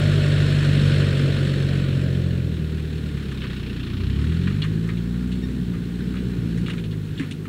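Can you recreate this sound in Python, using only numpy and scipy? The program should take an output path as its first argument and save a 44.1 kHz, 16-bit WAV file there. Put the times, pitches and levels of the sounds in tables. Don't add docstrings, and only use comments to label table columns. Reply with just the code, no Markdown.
import sys
import numpy as np
from scipy import signal
from scipy.fft import rfft, irfft
from scipy.io import wavfile
from scipy.ndimage import uniform_filter1d

SR = 44100
rng = np.random.default_rng(int(sys.argv[2]) if len(sys.argv) > 2 else 0)


def persist_wave(psi):
    counts = np.round(np.clip(psi, -1, 1) * 32767).astype(np.int16)
    wavfile.write(sys.argv[1], SR, np.atleast_2d(counts).T)


def gain_from_db(level_db):
    decades = np.asarray(level_db, float) / 20
    return 10 ** decades


N = 329868
TIME = np.arange(N) / SR

# pitch_hz, density_db (per Hz)
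HISS_COLOUR = [(500, 11.5), (4000, -0.5), (9000, -4.5), (12000, -6.5), (16000, -6.5)]
# time_s, pitch_hz, level_db
WHISTLE = [(0, 12700, -71), (.35, 12400, -71), (.55, 12150, -77), (.75, 12050, -71), (1, 11700, -72),
           (1.4, 11100, -77), (1.8, 10800, -92)]
# start_s, end_s, start_pitch_hz, end_pitch_hz, level_db
HUMS = [(0, 1, 236, 228, -36), (0, .4, 598, 594, -43), (.9, 1.7, 540, 524, -43), (.3, .8, 640, 632, -48),
        (3.1, 3.5, 400, 370, -48)]
# strength_db, low_mode_hz, upper_mode_hz, time_to_fade_60_db_s
THUMP = (-20, 172, 270.5, 0.12)
# start_s, length_s, pitch_hz, level_db (of the lowest tone)
SQUEAKS = [(5.42, .045, 1850, -44), (5.503, .015, 1950, -49), (6.19, .02, 1950, -50),
           (7.16, .07, 7300, -58)]
# start_s, peak_db (1 dB is added), centre_hz,
# treble_db (above 5 kHz, against the body; 4 dB is added), rattle_s (before it fades)
CLANKS = [(3.172, -36, 1560, -18.5, 0.011), (3.317, -31.5, 1340, -19, 0.0091),
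          (3.417, -26.5, 2580, -34, 0.011), (3.44, -28.5, 1570, -33, 0.014),
          (4.1926, -32.5, 1270, -20, 0.013), (4.321, -34, 1520, -24, 0.0082),
          (4.4712, -24, 1672, -31, 0.0084), (4.5039, -35, 1280, -27, 0.011),
          (4.6186, -18.5, 3353, -30, 0.012), (4.6382, -26, 1500, -23, 0.013),
          (4.8737, -36, 1265, -16, 0.012), (4.8884, -27.5, 1319, -30, 0.0098),
          (4.8954, -31, 1310, -33, 0.01), (4.9703, -34, 2960, -22, 0.009),
          (5.3166, -33.5, 3100, -19, 0.012), (5.7356, -35.5, 1335, -26, 0.0095),
          (6.1393, -37, 1240, -23, 0.011), (6.1667, -33, 2590, -25, 0.012),
          (6.5744, -34.5, 1720, -14, 0.0097), (6.6608, -29.5, 2975, -24, 0.012),
          (6.6812, -25, 1411, -22, 0.018), (6.6978, -26.5, 2860, -22, 0.011),
          (6.732, -31, 1770, -21, 0.0089), (6.7785, -29.5, 2573, -23, 0.02),
          (6.8384, -32.5, 2876, -22, 0.0096), (6.909, -38, 3768, -20, 0.0085),
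          (6.925, -37.5, 1830, -23, 0.008), (7.1761, -32.5, 3366, -25, 0.012),
          (7.1958, -24, 1740, -22.5, 0.016), (7.224, -30, 1640, -25, 0.011),
          (7.3104, -26.5, 2870, -15.5, 0.0074), (7.4525, -32, 1239, -22, 0.011)]
# pitch_hz, width_hz, strength_db
PANEL = [(1240, 60, 10), (1720, 420, 20.5), (2460, 360, 14), (2870, 30, 13), (3380, 60, 15), (4120, 40, 5)]
# time_s, level_db
CLATTER_LEVEL = [(0.0, -30.5), (0.98, -30), (1.79, -35.5), (2.02, -38), (2.46, -42.5), (2.88, -43),
                 (3.58, -39), (4.5, -40.5), (4.87, -44.5), (5.81, -45.5), (6.1, -43.5), (6.73, -45),
                 (6.88, -51), (7.25, -44), (7.48, -53.5)]
# pitch_hz, density_db (per Hz)
CLATTER_FAST = [(410, -34), (700, -12), (888, -16.5), (1170, -10), (1330, -10), (1450, -0.5), (1810, -2),
                (2020, -7.5), (3240, -9), (4370, -8.5), (4860, -21), (5220, -20), (5950, -23),
                (8010, -15.5), (12000, -37.5), (15600, -64), (22000, -120)]
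CLATTER_SLOW = [(410, -41), (700, -23), (1240, -3.5), (1360, -5), (1480, -5), (1830, -2), (1990, -6.5),
                (2330, -3.5), (2710, 1), (4210, -5.5), (4920, -15), (5350, -16), (5880, -27), (7920, -30),
                (12000, -38), (15600, -58), (22000, -120)]
# firings_hz (per second), throb_depth (0-1), slow_colour_share (0-1)
KNOCK = [(29.27, 0.98, 0.77), (38, 0.58, 0.4), (43, 0.71, .45), (50, 0.29, 0.4), (62, 0.55, 0.3)]
# pitch_hz, width_hz, peak_db (gain at the centre, before it swells and fades)
BLOCK_RINGS = [(1436, 30, 4), (1864, 28, 0.5), (3500, 10, 3), (5180, 100, 6.5), (7360, 39, 4)]
# centre_hz, width_hz, depth (0-1)
GROUND_NOTCH = (4880, 300, .85)
# time_s, level_db
ROAR_LEVEL = [(0, -30), (.5, -30.5), (1, -29), (1.5, -31), (2, -32.5), (2.45, -35), (2.85, -39), (3.2, -39),
              (3.6, -39), (4.1, -37), (4.7, -36.5), (5.2, -38), (5.6, -36), (6, -37), (6.4, -34),
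              (6.7, -34), (7, -40), (7.48, -40)]
# pitch_hz, density_db (per Hz)
ROAR_OPEN = [(15, -50), (40, -43), (70, -31), (110, -14.5), (170, -18), (250, -23.5), (350, -25),
             (450, -28), (560, -29.5), (660, -32.5), (760, -43.5), (900, -59), (1200, -72), (2000, -120)]
ROAR_HIDDEN = [(15, -51), (40, -32), (70, -16), (110, -13.5), (170, -8.5), (230, -12.5), (300, -20.5),
               (400, -22.5), (470, -30.5), (540, -41.5), (700, -52.5), (900, -50), (1200, -43),
               (2000, -120)]
# time_s, hidden_share (0-1)
HIDDEN = [(0, 0), (.7, 0.15), (2.2, 0.21), (2.7, 0.46), (3.8, 0.55), (4.2, 0.96), (7.48, 0.89)]
# time_s, firings_hz (per second), level_db (0.8 dB is taken off)
ENGINE = [(0.0, 50.44, -21), (0.04, 49.52, -17), (0.96, 47.85, -16), (1.1, 46.8, -18), (1.58, 46.37, -20),
          (1.89, 45.73, -19.5), (2.39, 43.82, -21), (2.56, 39.45, -24.5), (3.02, 37.8, -26),
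          (3.46, 31.44, -30), (3.9, 28.74, -29), (4.04, 30.45, -22.5), (4.29, 39.3, -19.5),
          (4.48, 46.4, -20.5), (4.62, 51.73, -22.5), (4.69, 53.25, -21.5), (5.25, 61.07, -23.5),
          (5.54, 62.2, -25), (5.77, 57.43, -26.5), (6.23, 62.2, -26.5), (6.46, 56.17, -24.5),
          (6.6, 57.3, -23), (6.73, 57.22, -29.5), (6.88, 53.45, -25.5), (7.23, 50.04, -30.5),
          (7.48, 52.8, -32.5)]
# pitch_hz, gain_db
PIPE_OPEN = [(28, -12), (40, -18.5), (49, -14.5), (60, 1), (76, -4.5), (95, -5.5), (115, -1), (130, 1.5),
             (146, 0), (160, -4), (182, -10), (196, -23.5), (250, -20)]
PIPE_HIDDEN = [(28, -22), (42, -17), (52, -14), (61, -5.5), (80, 2.5), (100, -5.5), (113, -3), (122, -9),
               (140, -6.5), (165, 1.5), (186, -3), (210, -17.5), (245, -6)]
# start_s, end_s
COAST = (2.45, 4.0)
COAST_DB = (0.5, 0.1, -4, -0.2)
# quarter_steps, level_db (against the two neighbours)
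UNEVEN = [(1, -23), (2, -24), (3, -17)]
# main_tones_db, quarter_steps_db
UPPER_DB = (-5.5, -14)


def evened(x):
    return x / np.sqrt(np.mean(x ** 2) + 1e-20)


def columns(rows, at=TIME):
    first, *rest = np.transpose(rows)
    return [np.interp(at, first, column) for column in rest]


def read(points, hz):
    f, value = np.transpose(points)
    return np.interp(np.log(hz + 1), np.log(f + 1), value)


def resonate(x, hz, width):
    turn = np.exp(2j * np.pi * np.cumsum(hz * np.ones(len(x))) / SR)
    r = np.exp(-np.pi * abs(width) / SR)
    return 2 * (turn * signal.lfilter([1 - r], [1, -r], x / turn)).real


def drift(seconds):
    size = max(round(seconds * SR), 1)
    return evened(uniform_filter1d(uniform_filter1d(rng.standard_normal(N), size), size))


def slow(size, count):
    return np.interp(np.linspace(0, count - 1, size), np.arange(count), rng.standard_normal(count))


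def noise(first_db, second_db, share, band_hz, size, patchy_db):
    frames = 4 * N // size + 5
    hz = np.fft.rfftfreq(size, 1 / SR)
    share = np.clip(np.interp(np.arange(frames) * size / 4 / SR, TIME, share), 0, 1)
    colour = gain_from_db(np.outer(read(first_db, hz), 1 - share) + np.outer(read(second_db, hz), share))
    colour /= np.linalg.norm(colour[(hz > band_hz[0]) & (hz < band_hz[1])], axis=0)
    a, b, patches = rng.standard_normal((frames, len(hz), 3)).T
    patches = evened(uniform_filter1d(uniform_filter1d(patches, size=8, axis=0), size=8, axis=1))
    spectrum = (a + 1j * b) * colour * gain_from_db(patchy_db * patches)
    sound = signal.istft(spectrum, nperseg=size, noverlap=3 * size // 4)[1][:N]
    return sound * np.sqrt(.75 / 4) * 2


def throb(turns, depth, decay, spread_db):
    strength = gain_from_db(spread_db * rng.standard_normal(1000))[turns.astype(int)]
    puff = evened(uniform_filter1d(strength * np.exp(-(turns % 1) / decay), size=160))
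    depth = np.clip(depth, 0, 1)
    return np.sqrt(1 - depth + depth * puff ** 2)


def microphone_hiss():
    hz = np.fft.rfftfreq(N, 1 / SR)
    hiss = irfft(rfft(rng.standard_normal(N)) * gain_from_db(read(HISS_COLOUR, hz)) * (hz > 300), N)
    return gain_from_db(-53.5) * evened(hiss)


def whistle():
    hz, db = columns(WHISTLE)
    tone = resonate(resonate(rng.standard_normal(N), hz, 130), hz, 130)
    return gain_from_db(db) * evened(tone) * (TIME < WHISTLE[-1][0])


def hums():
    out = np.zeros(N)
    for start, end, start_hz, end_hz, db in HUMS:
        hz = np.interp(TIME, (start, end), (start_hz, end_hz))
        phase = 2 * np.pi * np.cumsum(hz) / SR + .2 * drift(.08)
        swell = np.clip(np.minimum(TIME - start + 0.287, end - TIME) / 0.05, 0, 1)
        out += gain_from_db(db) * swell * np.sqrt(2) * np.sin(phase)
    return out


def thump():
    db, low_hz, upper_hz, fade_s = THUMP
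    t = np.maximum(TIME - 7.198, 0)
    modes = np.sin(2 * np.pi * low_hz * t) + 2.0 * np.sin(2 * np.pi * upper_hz * t)
    return gain_from_db(db - 60 * t / fade_s) * np.minimum(t / 0.0066, 1) * modes


def squeaks():
    out = np.zeros(N)
    for start, length, hz, db in SQUEAKS:
        t = TIME - start
        phase = 2 * np.pi * hz * t * (1 - .15 * t) + .25 * drift(.003)
        swell = np.cos(np.pi * np.clip(t / length - .5, -.5, .5))
        harmonics = range(3 if hz < SR / 8 else 1)
        tones = sum(gain_from_db(-4.5 * k ** 2 + 4 * k) * np.sin((k + 1) * phase) for k in harmonics)
        out += gain_from_db(db) * swell * tones
    return out


def clanks():
    out = np.zeros(N)
    t = TIME[:SR // 4]
    middle = signal.butter(7, (1000, 4600), "band", fs=SR, output="sos")
    high = signal.butter(4, (5000, 9500), "band", fs=SR, output="sos")
    shakes = rng.standard_normal((len(CLANKS), len(t)))
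    for (start, db, centre_hz, treble_db, rattle_s), shake in zip(CLANKS, shakes):
        ticks = np.repeat(shake[::90], 90)[:len(t)]
        shake = shake * gain_from_db(2.0 * np.roll(ticks, shift=len(t) // 2))
        shake = shake * (1 + .9 * np.exp(-t / .003))
        fade_s = max(0.12 - 0.0051 * (db + 34), .02)
        shake = shake * np.minimum(t / 0.00077, 1) * gain_from_db(-60 * np.maximum(t - rattle_s, 0) / fade_s)
        ring = np.zeros(len(t))
        for hz, width, strength_db in PANEL:
            mode_db = strength_db - 25 * abs(np.log2(hz / centre_hz))
            ring += gain_from_db(mode_db) * resonate(shake, hz, width) / np.sqrt(width)
        centre = resonate(resonate(shake, centre_hz, 2200), centre_hz, 2600)
        body = signal.sosfilt(middle, .8 * evened(ring) + evened(centre))
        sound = evened(body) + gain_from_db(treble_db + 4.0) * evened(signal.sosfilt(high, shake))
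        part = out[round(start * SR):][:len(t)]
        part += (gain_from_db(db + 1.0) * sound / abs(sound).max())[:len(part)]
    return out


def clatter(rate_hz, turns):
    depth, slow_share = columns(KNOCK, rate_hz)
    air = noise(CLATTER_FAST, CLATTER_SLOW, slow_share, (1000, 4500), size=512, patchy_db=1.0)
    knock = air * throb(turns + 0.25, depth, decay=0.73, spread_db=0.97)
    for hz, width, db in BLOCK_RINGS:
        swell = gain_from_db(1.54 * slow(N, count=30))
        knock = knock + (gain_from_db(db) - 1) * swell * resonate(knock, hz, width)
    return gain_from_db(columns(CLATTER_LEVEL)[0] + 0.26 * drift(0.025)) * knock


def roar(turns, hidden):
    air = noise(ROAR_OPEN, ROAR_HIDDEN, hidden, (260, 700), size=2048, patchy_db=2.0)
    return gain_from_db(columns(ROAR_LEVEL)[0] - 2.5) * air * throb(turns, 0.14, decay=0.99, spread_db=3.5)


def main_tones_db(rate_hz, level_db, hidden):
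    t = np.linspace(0, N / SR, len(hidden))
    coast = np.clip(np.minimum(t - COAST[0], COAST[1] - t) / .1, 0, 1)
    pipe = []
    for k in (1, 2, 3, 4):
        hz = k * rate_hz
        gain_db = (1 - hidden) * read(PIPE_OPEN, hz) + hidden * read(PIPE_HIDDEN, hz)
        waver_db = 1.0 * slow(len(hidden), count=50)
        pipe.append(gain_db + coast * COAST_DB[k - 1] + waver_db)
    pipe = np.array(pipe)
    return level_db + pipe - 10 * np.log10((gain_from_db(pipe) ** 2).sum(0))


def exhaust_tones(rate_hz, turns, level_db, hidden):
    step = 64
    roar_db = columns(ROAR_LEVEL, TIME[::step])[0]
    rate_hz, hidden = rate_hz[::step], hidden[::step]
    mains_db = main_tones_db(rate_hz, level_db[::step] - .8, hidden)
    levels_db = [mains_db[0] - 28, *mains_db]
    uneven_turns = turns + .005 * drift(.04)
    out = np.zeros(N)
    for quarter in range(1, 4 * 14):
        k, part = divmod(quarter, 4)
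        order = quarter / 4
        if order > 4:
            hz = order * rate_hz
            open_db, hidden_db = read(ROAR_OPEN, hz) + 19, read(ROAR_HIDDEN, hz) + 16
            colour_db = (1 - hidden) * open_db + hidden * hidden_db
            db = roar_db + np.minimum(colour_db, 3.) + UPPER_DB[part > 0]
        elif part:
            db = (levels_db[k] * (4 - part) + levels_db[k + 1] * part) / 4 + UNEVEN[part - 1][1]
        else:
            db = levels_db[k]
        lag = np.pi / 2 - .25 * (order - 2.5) ** 2
        if part or order > 4:
            db = db + 2.0 * slow(len(db), count=42)
            lag = lag + 2 * np.pi * rng.random() * (part > 0)
        out += np.repeat(gain_from_db(db), step)[:N] * np.cos(2 * np.pi * order * uneven_turns + lag)
    return np.sqrt(2) * out


def scene():
    rate_hz, level_db = columns(ENGINE)
    turns = np.cumsum(rate_hz) / SR
    hidden = np.clip(columns(HIDDEN)[0], 0, 1)
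    bright = clatter(rate_hz, turns) + clanks() + squeaks()
    notch_hz, width, depth = GROUND_NOTCH
    bright = bright - np.clip(depth, 0, 1) * resonate(bright, notch_hz, width)
    low = exhaust_tones(rate_hz, turns, level_db, hidden) + hums() + roar(turns, hidden) + thump()
    return (low + bright + whistle())[None]


def low_pass(x):
    return signal.sosfilt(signal.butter(12, 16990, fs=SR, output="sos"), x)


def record(dry):
    hz = np.fft.rfftfreq(N, 1 / SR)
    heard = irfft(rfft(dry + microphone_hiss()) * (hz < 15780), N)
    return low_pass(heard)


dry = scene()
out = record(dry)
persist_wave(out)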